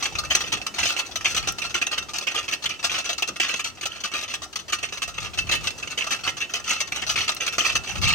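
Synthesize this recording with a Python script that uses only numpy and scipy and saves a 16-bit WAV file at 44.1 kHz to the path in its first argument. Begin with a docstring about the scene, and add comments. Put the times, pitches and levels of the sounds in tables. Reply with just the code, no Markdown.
"""A small winch at a hand-worked oil well pays out steel cable, a few metres from a phone under a thatched shelter.
Drum, wheel and cable knock and scrape in quick uneven bursts: runs of tiny impacts drive damped and ringing modes.
Wires squeak and snap (chirps, noise cracks), loose parts tap (decaying sines), the wooden base thuds (low noise).
The axle rubs softly (coloured noise), the shelter adds a short dull tail, and a breeze rumbles on the microphone."""
import sys
import numpy as np
from scipy import signal
from scipy.fft import rfft, irfft
from scipy.io import wavfile

SR = 44100
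rng = np.random.default_rng(int(sys.argv[2]) if len(sys.argv) > 2 else 0)


def log_audio(samples):
    """Write samples as a 16-bit WAV file to the path given in sys.argv[1]."""
    # one column per channel
    frames = np.atleast_2d(samples).T
    # limit to full scale, then quantise
    limited = np.clip(frames, -1, 1)
    pcm = np.round(limited * 32767).astype(np.int16)
    wavfile.write(sys.argv[1], SR, pcm)


N = 358974
RING_SIZE = 8192  # samples per contact
TIME_S = np.arange(N) / SR
AGE_S = np.arange(RING_SIZE) / SR
FREQS_HZ = np.fft.rfftfreq(RING_SIZE, 1 / SR)
SCENE_FREQS_HZ = np.fft.rfftfreq(N, 1 / SR)
LEFT_RIGHT = np.array([[1], [-1]])
TYPICAL_DB = -8.5  # strength of a typical burst

# phase by which the left port leads the right: (frequency [Hz], phase [rad])
PORT_LEAD = [(200, 0.5), (600, 0.4), (2550, 1.01), (2900, 0.67), (3700, 2.5), (5100, 5.5), (6400, 7.5),
             (7700, 7), (9500, 9.5), (11500, 11.5)]


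def clatter(ring_db=18, squeak_db=-8, thin_squeak=0.97, knock_s=0.0001, rasp_s=0.00055, level_db=-23):
    """Impacts drive the damped frame and the ringing drum; squeaks stand out where clunk and edge are weak."""
    out = np.zeros((2, N))
    lead_rad = np.interp(FREQS_HZ, *np.transpose(PORT_LEAD))
    ports = np.exp(-1j * lead_rad * np.array([[0], [1]]))
    clunk_band = np.interp(FREQS_HZ, [200, 700, 1350, 1900], [0, 1, 1, 0])
    edge_band = np.interp(FREQS_HZ, [3050, 3800], [0, 1])
    fine = np.minimum(FREQS_HZ / (SR / 4), 1)
    for time_s, db, length_ms, clunk_db, edge_db in np.vstack([contacts(), stray_ticks()]):
        # the whole cable knocks at once; its fine strands rasp in the treble a moment later
        knock = np.sqrt(1 - fine) * scrape(length_ms, knock_s)
        rasp = np.sqrt(fine) * scrape(length_ms + 2, rasp_s)
        # spectra multiply: the impacts excite every mode
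        iron = unit(irfft((knock + rasp) * (clash() + undb(ring_db) * ring())))
        squeak_level_db = squeak_db - thin_squeak * (clunk_db + edge_db) / 2
        squeak = unit(irfft(squeaks(length_ms))) * undb(squeak_level_db)
        tone_db = clunk_db * clunk_band + edge_db * edge_band
        blow = rfft(unit(iron + squeak)) * undb(db + level_db + tone_db)
        add(out, time_s, waveform(blow * ports))
    return out


# bursts of the cable on the drum: (time [s], relative strength [dB], scrape length [ms], treble edge [dB])
BURSTS = [(0.024, -9.5, 31, 2.5), (.054, -10.5, 3.5, -2), (0.152, -14, 5.6, -1.5), (0.184, -16.5, 7.1, 8.5),
          (.3, -2, 25, -5.5), (.344, -9, 34, -1), (.349, -7.5, 2.4, 6.5), (0.403, -13, 14, 3),
          (0.435, -14, 53, -4), (.519, -6, 16, -0.5), (0.614, -19.5, 3, 1), (0.664, -15.5, 3.5, 7.5),
          (0.782, -6, 23, -1.5), (0.828, -6, 9.9, -3), (.854, -7, 20, 1.5), (0.887, -8.5, 23, 3),
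          (0.964, -11, 16, -1), (.987, -10.5, 14, 3), (1.156, -13.5, 6.4, 4.5), (1.243, -4.5, 37, -1.5),
          (1.255, -4.5, 2.5, -10), (1.304, -16.5, 14, 4.5), (1.344, -12, 9.2, -0.5), (1.362, -7, 20.3, 1.5),
          (1.425, -16.5, 35, -3), (1.471, -8, 16, 2), (1.616, -12.5, 10, 1), (1.643, -13.5, 15, 0),
          (1.741, -5.5, 22, -2), (1.814, -5, 12, -5), (1.866, -11.5, 3.4, 1.5), (1.911, -9, 36, -2),
          (1.977, -8.5, 6.4, -2), (2.133, -11, 28, -1.5), (2.182, -18.5, 2.1, 8), (2.268, -5.5, 19, -6.5),
          (2.355, -5.5, 42, -4), (2.479, -12.5, 16.5, -1), (2.521, -8, 16, 0), (2.656, -6.5, 6.1, -5.5),
          (2.691, -11, 30, -5), (2.837, -7.5, 18, 4), (2.894, -7.5, 51, -1), (2.939, -9, 27, -4),
          (2.978, -12.5, 18, 2.5), (3.041, -13, 46, 2), (3.09, -9, 16, 0), (3.221, -6.5, 7, -1),
          (3.274, -18, 8, 8), (3.398, -5, 4, 0), (3.411, -6, 40, -1.5), (3.482, -8, 40, -1.5),
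          (3.538, -8.5, 5.3, -6.5), (3.592, -12, 9.4, 0), (3.64, -11, 27, 0.5), (3.81, -21.5, 9.1, 6),
          (3.828, -14, 5, -5), (3.854, -13, 8.5, 3.5), (3.899, -16, 90, -5.5), (4.036, -9.5, 17, -1.5),
          (4.114, -19, 11, -2), (4.136, -7.5, 41, -2.5), (4.223, -16, 14, 1), (4.278, -14.5, 46, -0.5),
          (4.338, -12.5, 6.5, 1), (4.556, -16, 5.5, 5.5), (4.722, -6, 14.5, -0.5), (4.827, -9.5, 19, -3),
          (4.922, -16, 20, 1.5), (5.018, -10, 12.3, 1), (5.177, -11.5, 6.5, -7.5), (5.218, -14.5, 43, 0),
          (5.373, -6, 23.6, -0.5), (5.49, -9, 3, -3), (5.512, -2.5, 26.6, -1), (5.638, -16.5, 20, 1.5),
          (5.669, -8, 9.7, -0.5), (5.824, -14, 11, -6), (5.873, -18, 3.3, -2.5), (5.9, -16, 24, 1),
          (5.974, -8, 16, -3), (6.008, -8.5, 18.8, -6), (6.105, -6, 31, 0), (6.234, -14.5, 19, 3),
          (6.275, -7, 22, -0.5), (6.402, -7.5, 24, -4), (6.536, -8.5, 23, 0.5), (6.639, -13.5, 50, -3),
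          (6.677, -6.5, 45, -1), (6.701, -6.5, 34, 0), (6.802, -8.5, 6.2, 2), (6.919, -11, 5.7, -3),
          (6.944, -13, 37, 0), (7.017, -11.5, 11.5, -3.5), (7.09, -8, 22, 4), (7.156, -7.5, 7, -4.5),
          (7.174, -4, 50, -2), (7.277, -8.5, 11, -2), (7.289, -9, 5.1, 2), (7.401, -7.5, 27, -4),
          (7.477, -9.5, 4.9, -1.5), (7.523, -15, 19, 1.5), (7.581, -1.5, 33, -2.5), (7.644, -3, 46, 0.5),
          (7.752, -5, 8.1, 1), (7.874, -10.5, 49, -3), (8.013, -2.5, 56, -1.5), (8.074, -1, 62, 0)]


def contacts(clunk_db=1.5, clunk_per_edge=0.41, clunk_per_strength=-0.17):
    """Bursts and grazes; hard bites ring more than they clunk: rows (s, dB, length ms, clunk dB, edge dB)."""
    time_s, db, length_ms, edge_db = np.vstack([BURSTS, grazes()]).T
    clunks_db = clunk_db + clunk_per_edge * edge_db + clunk_per_strength * (db - TYPICAL_DB)
    return np.column_stack([time_s, db, length_ms, clunks_db, edge_db])


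def grazes(lead_s=0.04, scatter_s=0.0059, graze_db=-13.5, follows=0.47, length_ms=12, edge_db=1.5, pause_s=0.075):
    """After a pause the cable grazes the drum just before it bites: rows like those of the bursts."""
    time_s, db, _, _ = np.transpose(BURSTS)
    early, length, edge = rng.standard_normal((len(time_s), 3)).T
    rows = np.column_stack([
        time_s - lead_s + scatter_s * early,
        TYPICAL_DB + graze_db + follows * (db - TYPICAL_DB),
        length_ms * np.exp(0.4 * length),
        edge_db + 2 * edge])
    return rows[np.diff(time_s, prepend=-1) > pause_s]


# course of the light rattle: (time [s], relative level [dB])
RATTLE_LEVEL = [(0.0, -41), (0.32, -35), (3.54, -32), (3.67, -51), (4.15, -36.5), (4.4, -35), (4.78, -35.5),
                (5.87, -36.5), (6.05, -25.5), (6.71, -42.5), (7.07, -31), (8.14, -34)]


def stray_ticks(level_db=12, spread_db=3, length_ms=7, length_spread=0.71, clunk_db=4, edge_db=2, count=70):
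    """Slack turns of cable tap and rub lightly at random: rows like those of the contacts."""
    jitter = rng.random(count)
    size, length, clunk, edge = rng.standard_normal((count, 4)).T
    times_s = (np.arange(count) + jitter) / count * N / SR
    db = np.interp(times_s, *np.transpose(RATTLE_LEVEL)) + level_db + spread_db * size
    lengths_ms = length_ms * np.exp(length_spread * length)
    return np.column_stack([times_s, db, lengths_ms, clunk_db + 4 * clunk, edge_db + 3 * edge])


def scrape(length_ms, attack_s, spread_db=6, impacts_hz=2500, judder_db=5.5, judder_hz=297.0, bite_db=3, bite_s=0.0025):
    """Spectrum of one contact: wire strands catch in a juddering run of tiny impacts that dies away."""
    pressure = (1 - np.exp(-AGE_S / attack_s)) * np.exp(-(1000 * AGE_S / max(length_ms, 1)) ** 2)
    catches = rng.random(RING_SIZE) < impacts_hz / SR
    scatter_db = spread_db * rng.standard_normal(RING_SIZE).clip(-2, 2)
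    first_bite_db = bite_db * np.exp(-AGE_S / bite_s)  # the first strands bite hardest
    sizes = undb(scatter_db + judder_db * walk(AGE_S, judder_hz) + first_bite_db)
    signs = rng.choice([-1, 1], RING_SIZE)
    return rfft(unit(catches * sizes * signs * np.sqrt(pressure) + 1e-18))  # offset avoids 0/0


# drum and wheel modes: (frequency [Hz], relative left level [dB], relative right level [dB], 60 dB decay [s])
RING_MODES = [(702, -22, -27, 0.017), (1209.7, -6, -3.5, 0.08), (1298, -13, -3.5, 0.16),
              (1378, -10.5, -8.5, 0.27), (1862, -14, -7, 0.27), (2170, -47, -4.5, 0.019),
              (2560, -8, 2, 0.05), (2661, -8, 4, 0.24), (2675, 5, 6.5, 0.099), (2880, -37, -9.5, 0.21),
              (3004, -3, -4, 0.19), (3550, -19, -36, 0.018), (3290, -1, -22, 0.061), (3475, -4, -16, 0.11),
              (3780, -2.5, -11, 0.065), (4385, 3.5, -1, 0.026), (5047, -17, -4.5, 0.085),
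              (5760, 0, -44, 0.17), (6000, -10, -5, 0.047), (6210, 1.5, -1, 0.015), (6050, 3, -4.5, 0.07)]


def ring(detune=0.0068, spot_db=2.5, port_scatter_rad=0.3):
    """Spectrum of the iron modes, resonant peaks; each contact spot weights and detunes them differently."""
    hz, left_db, right_db, t60_s = np.transpose(RING_MODES)
    shift, weight, turn, skew = rng.standard_normal((4, len(hz)))
    half_width_hz = (np.log(1000) / (2 * np.pi * t60_s))[:, None]
    mode_hz = (hz * (1 + detune * shift))[:, None]
    shapes = np.sqrt(half_width_hz) / (half_width_hz + 1j * (FREQS_HZ - mode_hz))
    phases_rad = 2 * np.pi * turn + port_scatter_rad * skew * LEFT_RIGHT
    gains = undb(np.array([left_db, right_db]) + spot_db * weight) * np.exp(1j * phases_rad)
    return np.einsum("cm,mf->cf", gains, shapes)


# colour of the frame and cable: (frequency [Hz], relative left level [dB], relative right level [dB])
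CLASH_COLOUR = [(90, -33, -19.5), (264, -13, -8.5), (500, -14.5, -8), (690, -10.5, -3.5), (1010, -13, -8.5),
                (1360, -2, -4), (1620, -6.5, -4.5), (2770, -5, 5), (3550, 0.5, -4), (4800, -1, -13),
                (6580, -7, -5.5), (7240, -10.5, -22), (9110, -10, -15.5), (10070, -21, -18.5),
                (16300, -32, -34)]


def clash(t60_s=0.053, tick_gain=0.089, likeness=0.58):
    """Spectrum of dense damped modes: a direct tick plus a short noise hash that the two ports partly share."""
    shared, *own = unit(rng.standard_normal((3, RING_SIZE)) * fade(AGE_S, t60_s)) / np.sqrt(RING_SIZE)
    hash_noise = np.sqrt(likeness) * shared + np.sqrt(1 - likeness) * np.array(own)
    return colour(CLASH_COLOUR, FREQS_HZ) * (rfft(hash_noise) + tick_gain)


def squeaks(length_ms, pitches_hz=(2350, 2800, 2950, 3100, 6100), scatter=0.056, swell_s=0.002, spread_db=5,
            pan_db=5, count=3):
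    """Spectrum of single wires that stick and slip: chirps of a few milliseconds within a contact."""
    pitch, size, pan = rng.standard_normal((3, count, 1))
    hz = rng.choice(pitches_hz, (count, 1)) * (1 + scatter * pitch)
    starts_s = rng.random((count, 1)) * length_ms / 1000
    age_s = np.maximum(AGE_S - starts_s, 0)
    swell = age_s * np.exp(-age_s / swell_s)
    chirps = swell * np.sin(2 * np.pi * hz * age_s) * undb(spread_db * size)
    return rfft(undb(pan_db * pan.T * LEFT_RIGHT) @ chirps)


# single wires snapping over the ridges of the winding: (time [s], relative level [dB])
WIRE_SNAPS = [(0.185, -33), (0.6664, -28), (1.1603, -24), (1.5224, -18), (1.6182, -37), (1.8692, -29),
              (2.6604, -25), (3.2226, -21), (4.7227, -37), (5.1781, -49), (5.5154, -22), (6.108, -24),
              (6.4033, -32), (6.797, -37), (6.9217, -27), (7.0933, -31), (7.3475, -19.5), (7.481, -22),
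              (7.58, -28), (8.089, -17)]


def snaps(low_hz=3000, high_hz=14000, t60_s=0.02, level_db=-5):
    """A taut wire lets go with one short, bright crack of decaying noise."""
    out = np.zeros((2, N))
    band = signal.butter(1, [low_hz, high_hz], "bandpass", fs=SR, output="sos")
    for time_s, db in WIRE_SNAPS:
        crack = signal.sosfilt(band, rng.standard_normal((2, RING_SIZE)) * fade(AGE_S, t60_s))
        add(out, time_s, undb(db + level_db) * crack)
    return out


# hollow knocks of loose parts: (time [s], relative level [dB], pitch [Hz])
LOOSE_KNOCKS = [(0.121, -26, 791), (0.602, -27, 750), (0.629, -46, 554), (1.092, -25, 740),
                (1.109, -36, 970), (3.288, -22.5, 471), (3.781, -31, 740), (4.461, -28.5, 732)]


def knocks(t60_s=0.033, attack_s=0.0027, level_db=-2.5):
    """A loose part taps and rings briefly at one pitch."""
    out = np.zeros((2, N))
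    for time_s, db, hz in LOOSE_KNOCKS:
        envelope = (1 - np.exp(-AGE_S / attack_s)) * fade(AGE_S, t60_s)
        tone = np.sin(2 * np.pi * hz * AGE_S) * envelope
        add(out, time_s, undb(db + level_db) * tone[None])
    return out


# dull knocks of the wooden base: (time [s], relative level [dB])
BASE_THUDS = [(0.526, -40), (0.748, -56), (3.287, -42.5), (7.76, -52)]


def thuds(low_hz=130, high_hz=480, t60_s=0.19, level_db=-7):
    """The timber base knocks dully: decaying noise in a low band."""
    out = np.zeros((2, N))
    wood = signal.butter(2, [low_hz, high_hz], "bandpass", fs=SR, output="sos")
    for time_s, db in BASE_THUDS:
        knock = unit(signal.sosfilt(wood, rng.standard_normal((1, RING_SIZE)) * fade(AGE_S, t60_s)))
        add(out, time_s, undb(db + level_db) * knock)
    return out


# course of the axle rub: (time [s], relative level [dB])
AXLE_LEVEL = [(0.0, -43), (3.54, -48.5), (3.66, -50), (4.14, -49.5), (5.16, -50), (5.58, -43),
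              (6.42, -47.5), (8.14, -43.5)]
# spectrum of the axle rub: (frequency [Hz], relative density [dB per Hz])
AXLE_SPECTRUM = [(60, -21), (180, -2), (350, 2), (500, -3), (720, -3), (1000, -6.5), (2700, -14.5),
                 (6000, -10.5), (10000, -22), (16000, -34)]


def axle(level_db=-2, width=0.48):
    """The turning axle rubs softly in its bearings: coloured noise, narrowed in stereo."""
    mid, side = noise(AXLE_SPECTRUM)
    return (mid + width * side * LEFT_RIGHT) * undb(curve(AXLE_LEVEL) + level_db)


def shelter(x, t60_s=0.28, dull_hz=3500, rise_s=0.016, wet_db=-20.0):
    """Ground and thatch scatter a short, dull tail: convolution with decaying noise."""
    age_s = np.arange(SR // 2) / SR
    tail = rng.standard_normal((2, len(age_s))) * fade(age_s, t60_s) * np.minimum(age_s / rise_s, 1)
    dull = signal.butter(1, dull_hz, fs=SR, output="sos")
    tail = unit(signal.sosfilt(dull, tail)) / np.sqrt(len(age_s))
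    return undb(wet_db) * signal.fftconvolve(x, tail, axes=1)[:, :N]


# spectrum of the breeze: (frequency [Hz], relative density [dB per Hz])
BREEZE_SPECTRUM = [(15, -34), (35, -13), (60, -1), (100, -2), (160, -8), (300, -24), (2000, -65)]


def breeze(flutter_db=4.5, flutter_hz=12, side_db=2, level_db=-0.5):
    """Eddies buffet each port on its own, the left one more: low noise with a fluttering level."""
    balance_db = side_db * LEFT_RIGHT
    flutter = flutter_db * walk(TIME_S, flutter_hz)
    return noise(BREEZE_SPECTRUM) * gusts() * undb(flutter + balance_db + level_db)


# gusts on the microphone: (time [s], relative level [dB], half length to 1/e [s])
GUST_ROWS = [(.35, -46, 0.56), (1.35, -46, 0.51), (2.048, -44, .1), (3.41, -48, 0.022), (4.75, -49, 0.25),
             (5.445, -40.5, 0.32), (7.157, -45, 0.24), (7.775, -37, 0.07), (8.05, -28, 0.12)]


def gusts(calm_db=-53.5):
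    """Strength of the breeze: each gust swells and dies over the calm, powers adding."""
    power = undb(calm_db) ** 2
    for time_s, db, half_s in GUST_ROWS:
        power = power + (undb(db) * np.exp(-((TIME_S - time_s) / half_s) ** 2)) ** 2
    return np.sqrt(power)


def undb(db):
    """Decibels to gain."""
    return 10 ** (np.asarray(db) / 20)


def unit(x):
    """Scale to rms 1."""
    return x / np.sqrt(np.mean(x ** 2))


def fade(age_s, t60_s):
    """Exponential decay, 60 dB down at t60_s."""
    return undb(-60 * age_s / t60_s)


def curve(rows):
    """Join (s, value) rows by straight lines."""
    return np.interp(TIME_S, *np.transpose(rows))


def walk(times_s, rate_hz):
    """Random levels, rate_hz a second, joined by straight lines."""
    knots_s = np.arange(0, times_s[-1], 1 / rate_hz)
    return np.interp(times_s, knots_s, rng.standard_normal(len(knots_s)))


def colour(rows, freqs_hz):
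    """Gains of (Hz, dB, ..) rows on a log-frequency axis, one line for each dB column."""
    hz, *columns = np.transpose(rows)
    return undb([np.interp(np.log(freqs_hz + 1), np.log(hz), column) for column in columns])


def noise(rows):
    """Coloured noise of rms 1, unrelated left and right."""
    white = rng.standard_normal((2, N))
    return unit(irfft(rfft(white) * colour(rows, SCENE_FREQS_HZ), N))


def waveform(spectrum, lead_in=32):
    """Spectrum to sound, with a lead-in of a few samples for the attack and a tail that closes smoothly."""
    close = np.minimum((RING_SIZE - np.arange(RING_SIZE)) / (RING_SIZE / 2), 1)
    return np.roll(irfft(spectrum), lead_in, axis=1) * close


def add(out, time_s, sound):
    """Mix a sound in at time_s."""
    start = max(int(time_s * SR), 0)
    part = out[:, start:start + RING_SIZE]
    part += sound[:, :part.shape[1]]


def scene():
    """The winch under its shelter, in a light breeze."""
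    winch = clatter() + snaps() + knocks() + thuds()
    return winch + axle() + shelter(winch) + breeze()


# treble response of the microphone ports: (frequency [Hz], gain [dB])
MIC_RESPONSE = [(9300, 0.5), (10300, -10), (11800, 4.5), (12700, -0.5), (13500, -2), (14700, -2),
                (16000, 5)]


def record(dry, top_hz=15800):
    """The phone's ports ripple the treble, and a steep low-pass cuts the top."""
    heard = irfft(rfft(dry) * colour(MIC_RESPONSE, SCENE_FREQS_HZ), N)
    low_pass = signal.ellip(8, 0.2, 70, top_hz, fs=SR, output="sos")
    return signal.sosfilt(low_pass, heard)


dry = scene()
out = record(dry)
log_audio(out)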